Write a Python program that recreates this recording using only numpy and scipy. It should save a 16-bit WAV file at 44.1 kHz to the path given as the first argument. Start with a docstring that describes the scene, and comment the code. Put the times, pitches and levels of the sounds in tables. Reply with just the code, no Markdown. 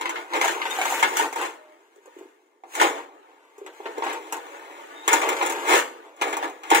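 """Plastic paper cassettes in a workshop copier, close to a hand-held phone.
To 1.4 s a tray slides and knocks: stick-slip clicks and harder blows ring its hollow body.
A lull with soft bumps follows, then a hard knock at 2.8 s and more handling from 3.6 s.
The runners squeak from 4.5 s; loud knocks and shoves resume at 5.1 s, and the tray goes home at 6.7 s.
The room answers throughout, over a faint workshop background."""
import sys
import numpy as np
from scipy import signal
from scipy.fft import rfft, irfft, next_fast_len
from scipy.io import wavfile
from scipy.ndimage import uniform_filter1d, map_coordinates

SR = 44100
rng = np.random.default_rng(int(sys.argv[2]) if len(sys.argv) > 2 else 0)


def wav_out(sig):
    """Save sig, one row per channel (or a flat mono array), as 16-bit PCM at SR to the path in sys.argv[1]."""
    wavfile.write(sys.argv[1], SR, np.round(np.clip(np.atleast_2d(sig).T, -1, 1) * 32767).astype(np.int16))


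N = 299880
TIME_S = np.arange(N) / SR
FFT_SIZE = next_fast_len(N + SR)
HZ = np.maximum(np.arange(FFT_SIZE // 2 + 1) * SR / FFT_SIZE, 1)
BODY_TOP_HZ, WALL_TOP_HZ = 1300, 4500  # three bands: body, walls, rasp

# Knocks on the tray: start_s, wall_db, body_re_wall_db, rasp_re_wall_db, pitch_hz
KNOCKS = [(0.0106, -21.5, -10, -3, 964), (0.0561, -19.5, -10, -13, 1010), (0.093, -23.5, -9, -1, 1020),
          (0.157, -21.5, -14, -21, 1020), (0.3345, -18.5, -8.5, -11, 1010), (0.4127, -12.5, -15, -5, 830),
          (0.447, -18, -8, 2.5, 710), (0.4773, -17, -12, -4, 836), (0.6162, -18, -22, -37, 1070),
          (0.654, -20, -13, -25, 970), (0.7055, -24, -22, 0, 830), (0.786, -24.5, 1, -0.5, 725),
          (0.814, -17.5, -9, -4.5, 770), (0.854, -18.5, -6, -6, 875), (0.901, -31, 7.5, 9.5, 814),
          (0.923, -35.5, 10.5, 11, 830), (1.027, -7.5, -9.5, -8, 980), (1.1693, -13.5, -28, 2, 784),
          (1.1959, -16, -6, -23, 920), (1.3265, -27, -9.5, 0.5, 785), (1.359, -25, -1.5, 1, 890),
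          (1.413, -33.5, 5, 9.5, 990), (1.722, -54, -2, -5, 630), (1.9576, -63, 6, 11, 426),
          (2.0569, -52.5, 8, 5, 433), (2.1867, -48, 2, 2, 362), (2.6359, -50.5, 9.5, -12, 775),
          (2.7513, -23, -25, 1.5, 730), (2.799, -13, -18, -12, 1260), (2.813, -9.5, -7, -2, 970),
          (3.58, -55.5, 10.5, 13.5, 396), (3.663, -34, -4, -5, 430), (3.803, -50, 11, -8, 840),
          (3.856, -28.5, -3, -26, 435), (3.98, -38.5, 10.5, 0, 474), (4.022, -25.5, -2, -27, 930),
          (4.038, -28, -7, -6, 790), (4.0642, -24, -8, -25, 880), (4.0991, -23.5, -13, -12, 473),
          (4.128, -28.5, -11, 2.5, 490), (4.324, -25.5, -2.5, 8.5, 870), (4.366, -43, 9, 13, 920),
          (5.0777, -10, -9.5, 2, 1100), (5.1298, -12.5, -10, 6.5, 865), (5.159, -34, -12, -7, 880),
          (5.216, -18, -27, -7, 467), (5.2884, -16, -16, 1.5, 466), (5.365, -20.5, -12, -7, 460),
          (5.4109, -17, -5.5, -26, 1040), (5.4245, -17.5, -7, -3, 830), (5.462, -20, -10, 2, 492),
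          (5.4966, -21, -8.5, 5.5, 356), (5.522, -28, -19, 6, 510), (5.6858, -17, -15, -4, 1080),
          (5.7125, -27, 3, -5, 800), (5.7386, -11.5, -8, -7, 490), (5.777, -17, -12, 3, 890),
          (6.162, -59, -10, 15, 400), (6.2129, -15.5, -9, -7.5, 367), (6.22, -16.5, -8, -4.5, 840),
          (6.3278, -20, -12, -5.5, 890), (6.368, -25, -1, 3, 856), (6.426, -26, 0, -28, 834),
          (6.497, -47, -3, 6, 860), (6.6338, -29.5, -9, -8, 1230), (6.7024, -15, -26, 1, 940),
          (6.7144, -9.5, -1.5, -11, 853), (6.7468, -7.5, -20, -3.5, 910)]


def tray():
    """Stick-slip contact force, heard as broadband grit and through the tray's modes."""
    contact = grit(rate_hz=3500, scatter_db=1.6, rub_gain=0.89) * np.hypot(sliding(), knocking())
    return overall_tone(contact) + tray_modes(contact)


def overall_tone(contact):
    """Overall tone of the tray as heard through the phone's microphone; one force per band."""
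    # Tone through the microphone: freq_hz, density_db
    colour = [(200, -19.5), (250, -16.5), (330, -2), (373, -6.5), (460, -1.5), (674, -8.5), (890, -1.5),
              (1280, -12), (2130, -14.5), (4120, -26.5), (4650, -29), (7060, -14), (11700, -26.5),
              (14900, -25.5), (16000, -18)]
    body = 1 / (1 + (HZ / BODY_TOP_HZ) ** 6)
    rasp = 1 / (1 + (WALL_TOP_HZ / HZ) ** 8)
    bands = body, 1 - body - rasp, rasp
    return 0.97 * sum(filtered(force, unit(spectrum(colour) * band))
                      for force, band in zip(contact, bands))


def tray_modes(contact):
    """Hollow resonances whose shares shift as the contact moves; blows ring the body modes."""
    # Tray modes: freq_hz, width_hz, gain_db
    modes = [(320, 80, -9), (359, 120, -6), (404, 55, -5.5), (460, 72, 5), (506, 35, 12), (669, 56, 17.5),
             (755, 58, 15), (817, 59, 0.5), (916, 35, 10), (1000, 44, 14), (1100, 330, 8.5),
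             (1485, 66, 15.5), (2050, 66, -9.5), (2150, 240, -4), (2470, 190, -7), (2970, 61, -18),
             (3500, 260, -11), (4030, 190, -4), (6700, 600, 10), (6620, 480, -6)]
    # Soft handling bumps: start_s, level_db, pitch_hz
    bumps = [(1.961, -47, 414), (1.98, -47, 412), (2.074, -44.5, 514), (2.164, -35, 360),
             (2.209, -34.5, 365), (2.225, -38.5, 423), (2.253, -39.5, 356), (3.614, -33, 414),
             (3.647, -39, 402), (3.689, -38.5, 444), (3.799, -34, 414), (3.866, -35, 435),
             (3.977, -32, 455)]
    start_s, wall_db, body_db, _, pitch_hz = np.transpose(KNOCKS)
    last = np.maximum(np.searchsorted(start_s * SR, np.arange(N)) - 1, 0)
    recency = np.exp(-np.abs(TIME_S - start_s[last]) / 0.2)
    out = 0
    for hz, width_hz, db in modes:
        band = int(hz > BODY_TOP_HZ) + int(hz > WALL_TOP_HZ)
        push = contact[band] * undb(db - 9 + 3.86 * walk(24))
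        if hz < BODY_TOP_HZ:
            # rubbing near the spot last struck favours the same modes
            match = np.exp(-(np.log(hz / pitch_hz[last]) / 0.073) ** 2)
            push *= undb(15.6 * recency * match - 7)
            push += blows(start_s, wall_db + body_db + 6.5, pitch_hz, hz, width_hz, cycles=3)
            push += 2.17 * blows(*np.transpose(bumps), hz, width_hz, cycles=4.7)
        out += signal.lfilter(*signal.iirpeak(hz, hz / width_hz, fs=SR), push)
    return out


def blows(start_s, level_db, pitch_hz, mode_hz, width_hz, cycles):
    """One push per blow, strongest near the mode's pitch; it lasts some cycles, so the ring swells."""
    impulses = np.zeros(N)
    match = np.exp(-(np.log(mode_hz / pitch_hz) / 0.088) ** 2)
    impulses[(start_s * SR).astype(int)] = match * undb(level_db) * SR / (2 * np.pi * width_hz)
    return signal.lfilter(*signal.iirpeak(mode_hz, cycles, fs=SR), impulses)


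def knocking():
    """Force per band of each knock: a hard first tick, then decaying chatter."""
    # Chatter decay, rows body, walls, rasp: t60_s
    chatter_t60_s = [(0.26,), (0.16,), (0.065,)]
    tick_gain, tick_s = np.vstack([0.3, 0.41, 0.66]), np.vstack([0.0011, 0.0013, 0.0029])
    power = np.zeros((3, N))
    for start_s, wall_db, body_db, rasp_db, _ in KNOCKS:
        i = int(start_s * SR)
        age_s = np.arange(min(SR // 3, N - i)) / SR
        attack = np.minimum(age_s / 0.001, 1) * (1 + tick_gain * np.exp(-age_s / tick_s))
        decay = 1000 ** (-age_s / np.array(chatter_t60_s))
        gain = undb(wall_db - 9 + np.vstack([body_db + 0.5, 0, rasp_db - 1]))
        power[:, i:i + len(age_s)] += (gain * attack * decay) ** 2
    return np.sqrt(power)


def sliding():
    """Force per band of drag plus shoves; harder contact judders more."""
    # Surges of the drag: start_s, hold_s, body_db, wall_re_body_db
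    shoves = [(0.359, 0.017, -25.5, -3.5), (0.443, 0.057, -28, 2), (1.04, 0.099, -40, 2),
              (1.18, 0.029, -39.5, 11.5), (1.238, 0.0093, -29, -3.5), (1.398, 0.046, -31, 2),
              (2.75, 0.05, -53, 15), (2.814, 0.038, -22.5, 0), (2.92, 0.066, -34, -5),
              (3.869, 0.021, -35.5, -9.5), (3.98, 0.0071, -37.5, -6.5), (4.05, 0.098, -32, -5),
              (4.335, 0.015, -40.5, -1.5), (5.136, 0.0035, -21, 2), (5.239, 0.084, -24.5, -5.5),
              (5.44, 0.013, -25.5, -3.5), (5.715, 0.017, -20, 4), (5.756, 0.01, -22.5, 3.5),
              (6.243, 0.029, -30, -2.5), (6.439, 0.015, -31, -6), (6.725, 0.0086, -27.5, -1.5),
              (6.752, 0.014, -30.5, 6.5)]
    rise_db_per_s, fall_db_per_s = 360, 216
    judder_from_db, judder_span_db = -46, 19
    power = drag() ** 2
    for start_s, hold_s, body_db, wall_db in shoves:
        span = slice(int((start_s - 0.25) * SR), int((start_s + hold_s + 0.4) * SR))
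        age_s = TIME_S[span] - start_s
        drop_db = rise_db_per_s * np.maximum(-age_s, 0) + fall_db_per_s * np.maximum(age_s - hold_s, 0)
        power[:, span] += band_gains(body_db - drop_db, wall_db) ** 2
    grip = np.clip((10 * np.log10(power[0]) - judder_from_db) / judder_span_db, 0.3, 1)
    judder_db = 2 * grip * walk(40)
    rattle_db = np.vstack([0, 1, 2.5]) * grip * walk(110)  # loose parts, mostly treble
    return np.sqrt(power) * undb(judder_db + rattle_db - 3.5)


def drag():
    """Slow friction force of the tray on its runners, per band."""
    # Drag curve: time_s, body_db, wall_re_body_db
    slide = [(0.0, -39.5, -4), (0.191, -37.5, -4.5), (0.3, -50.5, -3), (0.57, -36.5, -3.5),
             (0.76, -36, 3.5), (0.93, -36.5, 8.5), (1.15, -34, -1), (1.31, -52, 2), (1.59, -53, -5),
             (1.89, -66, 0.5), (2.21, -58.5, 1), (2.4, -68, -0.5), (2.62, -72, -3), (3.09, -49.5, -10.5),
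             (3.52, -60.5, -2), (3.75, -54, 1), (4.3, -44, -2.5), (5.07, -46.5, -2.8), (5.2, -44, 7),
             (5.66, -31.5, -3.5), (5.98, -47, -4.5), (6.2, -54.5, -7), (6.3, -34, -5), (6.55, -47.5, -4.5),
             (6.8, -58.5, -2)]
    time_s, body_db, wall_db = np.transpose(slide)
    return band_gains(np.interp(TIME_S, time_s, body_db), np.interp(TIME_S, time_s, wall_db))


def band_gains(body_db, wall_re_body_db):
    """Body, wall and rasp gains; the rasp grows fastest as the contact hardens."""
    return undb([body_db, body_db + wall_re_body_db, body_db - 8 + 1.56 * wall_re_body_db])


def grit(rate_hz, scatter_db, rub_gain):
    """Uneven stick-slip clicks over smooth rubbing noise; rms 1."""
    slips = rng.random(N) < rate_hz / SR
    size = undb(scatter_db * np.minimum(rng.exponential(size=N), 3))
    clicks = unit(slips * size * rng.uniform(-1.276, 1, N))
    return unit(clicks + rub_gain * rng.standard_normal(N))


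def hiss(corner_hz=8400):
    """High, even noise of the rubbing faces, following the drag."""
    rasp_force = drag()[2]
    return undb(-7.5) * filtered(rasp_force * rng.standard_normal(N), 1 / (1 + (corner_hz / HZ) ** 6))


def squeaks():
    """Short, slightly rough tones from the runners."""
    # Runner squeaks: start_s, length_s, pitch_hz, level_db, waver_hz
    tones = [(0.703, 0.026, 3650, -32, 25), (0.553, 0.018, 1470, -32, 25), (1.536, 0.24, 615, -53, 4),
             (4.5, 0.06, 560, -47, 8), (4.6, 0.22, 1970, -56, 70), (4.52, 0.09, 1480, -50, 14),
             (4.774, 0.094, 585, -46, 6), (4.9, 0.1, 1495, -45, 6), (4.945, 0.13, 3700, -50, 50)]
    out = np.zeros(N)
    for start_s, length_s, pitch_hz, level_db, waver_hz in tones:
        i, n = int(start_s * SR), int(length_s * SR)
        waver = walk(400)[:n]
        phase = 2 * np.pi * np.cumsum(pitch_hz + waver_hz * (waver - waver.mean())) / SR
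        tone = np.sin(phase) + 0.15 * np.sin(2 * phase)
        out[i:i + n] += undb(level_db + 2 * walk(120)[:n]) * tone * signal.windows.tukey(n, 0.4)
    return out


def direct_path(source):
    """Sound reaches the right microphone port first; the lag wanders as the contact moves."""
    # Microphone ports: freq_hz, left_lead_rad, left_re_right_db
    ports = [(200, -0.92, 1.5), (700, -0.79, -6.5), (1233, -2.5, 8), (1597, -3.5, 4), (2720, -8.5, 5.5),
             (6030, -19.5, 0), (15030, -51, -2)]
    hz, lead_rad, pan_db = np.transpose(ports)
    half = undb(np.interp(HZ, hz, pan_db) / 2) * np.exp(0.5j * np.interp(HZ, hz, lead_rad))
    left, right = filtered(source, np.array([half, 1 / half]))
    left = map_coordinates(left, [np.arange(N) + 5.16 * walk(25)], order=3)
    return np.array([left, right])


def room(source, bass_t60_s=0.31, treble_t60_s=0.082, split_hz=800):
    """Reflections, different at each port in the treble; 12 tails crossfade as tray and phone move."""
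    age_s = np.arange(SR // 2) / SR
    onset = np.minimum(age_s / 0.0016, 1)
    shares = np.array([undb(9.3 * walk(10)) for _ in range(12)])
    out = 0
    for weight in shares / np.linalg.norm(shares, axis=0):
        noise = rng.standard_normal((2, len(age_s)))
        low = signal.sosfiltfilt(signal.butter(1, split_hz, fs=SR, output="sos"), noise)
        bass = (low[0] + 0.067 * low[1] * np.vstack([1, -1])) * 1000 ** (-age_s / bass_t60_s)
        treble = (noise - low) * 1000 ** (-age_s / treble_t60_s)
        tail = (0.6 * bass + treble) * onset
        tail /= np.sqrt(np.sum(tail ** 2) / 2)
        out += filtered(source * weight, rfft(tail, FFT_SIZE))
    return out


def workshop():
    """Faint, wavering background noise; its bass is alike at both ports."""
    # freq_hz, density_db
    colour = spectrum([(150, -27), (250, -1.5), (420, 11), (563, -5.5), (852, -7), (1950, -24),
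                       (4790, -27.5), (9390, -28.5), (15500, -35)])
    mid = filtered(rng.standard_normal(N), colour)
    side = filtered(rng.standard_normal(N), colour * np.minimum(HZ / 900, 1))
    return undb(-64 + 0.86 * walk(10.55)) * unit(np.array([mid + side, mid - side]))


def undb(db):
    """dB to gain."""
    return 10 ** (np.asarray(db) / 20)


def unit(x):
    """Scale to rms 1."""
    return x / np.sqrt(np.mean(x ** 2))


def spectrum(points):
    """Gain on the FFT grid from (freq_hz, level_db) points."""
    hz, db = np.transpose(points)
    return undb(np.interp(np.log(HZ), np.log(hz), db))


def filtered(x, gain):
    """Apply a gain on the FFT grid."""
    return irfft(rfft(x, FFT_SIZE) * gain, FFT_SIZE)[..., :N]


def walk(rate_hz):
    """Random steps, smoothed twice; rms 1."""
    hold = int(SR / rate_hz)
    steps = np.repeat(rng.standard_normal(N // hold + 1), hold)
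    return unit(uniform_filter1d(uniform_filter1d(steps, hold), hold)[:N])


def scene():
    """Cassette sounds, direct and reflected, over the workshop; stereo."""
    cassette = tray() + hiss() + squeaks()
    return undb(1) * direct_path(cassette) + undb(-3.05) * room(cassette) + workshop()


def record(dry):
    """The phone cuts the bass steeply, rounds the loudest peaks and cuts the top."""
    low_cut_hz, top_hz = 224.5, 15600
    thin = signal.sosfilt(signal.cheby2(8, 25, low_cut_hz, "high", fs=SR, output="sos"), dry)
    rounded = 1.1 * np.tanh(thin / 1.1)
    return signal.sosfilt(signal.ellip(10, 0.2, 90, top_hz, fs=SR, output="sos"), rounded)


dry = scene()
out = record(dry)
wav_out(out)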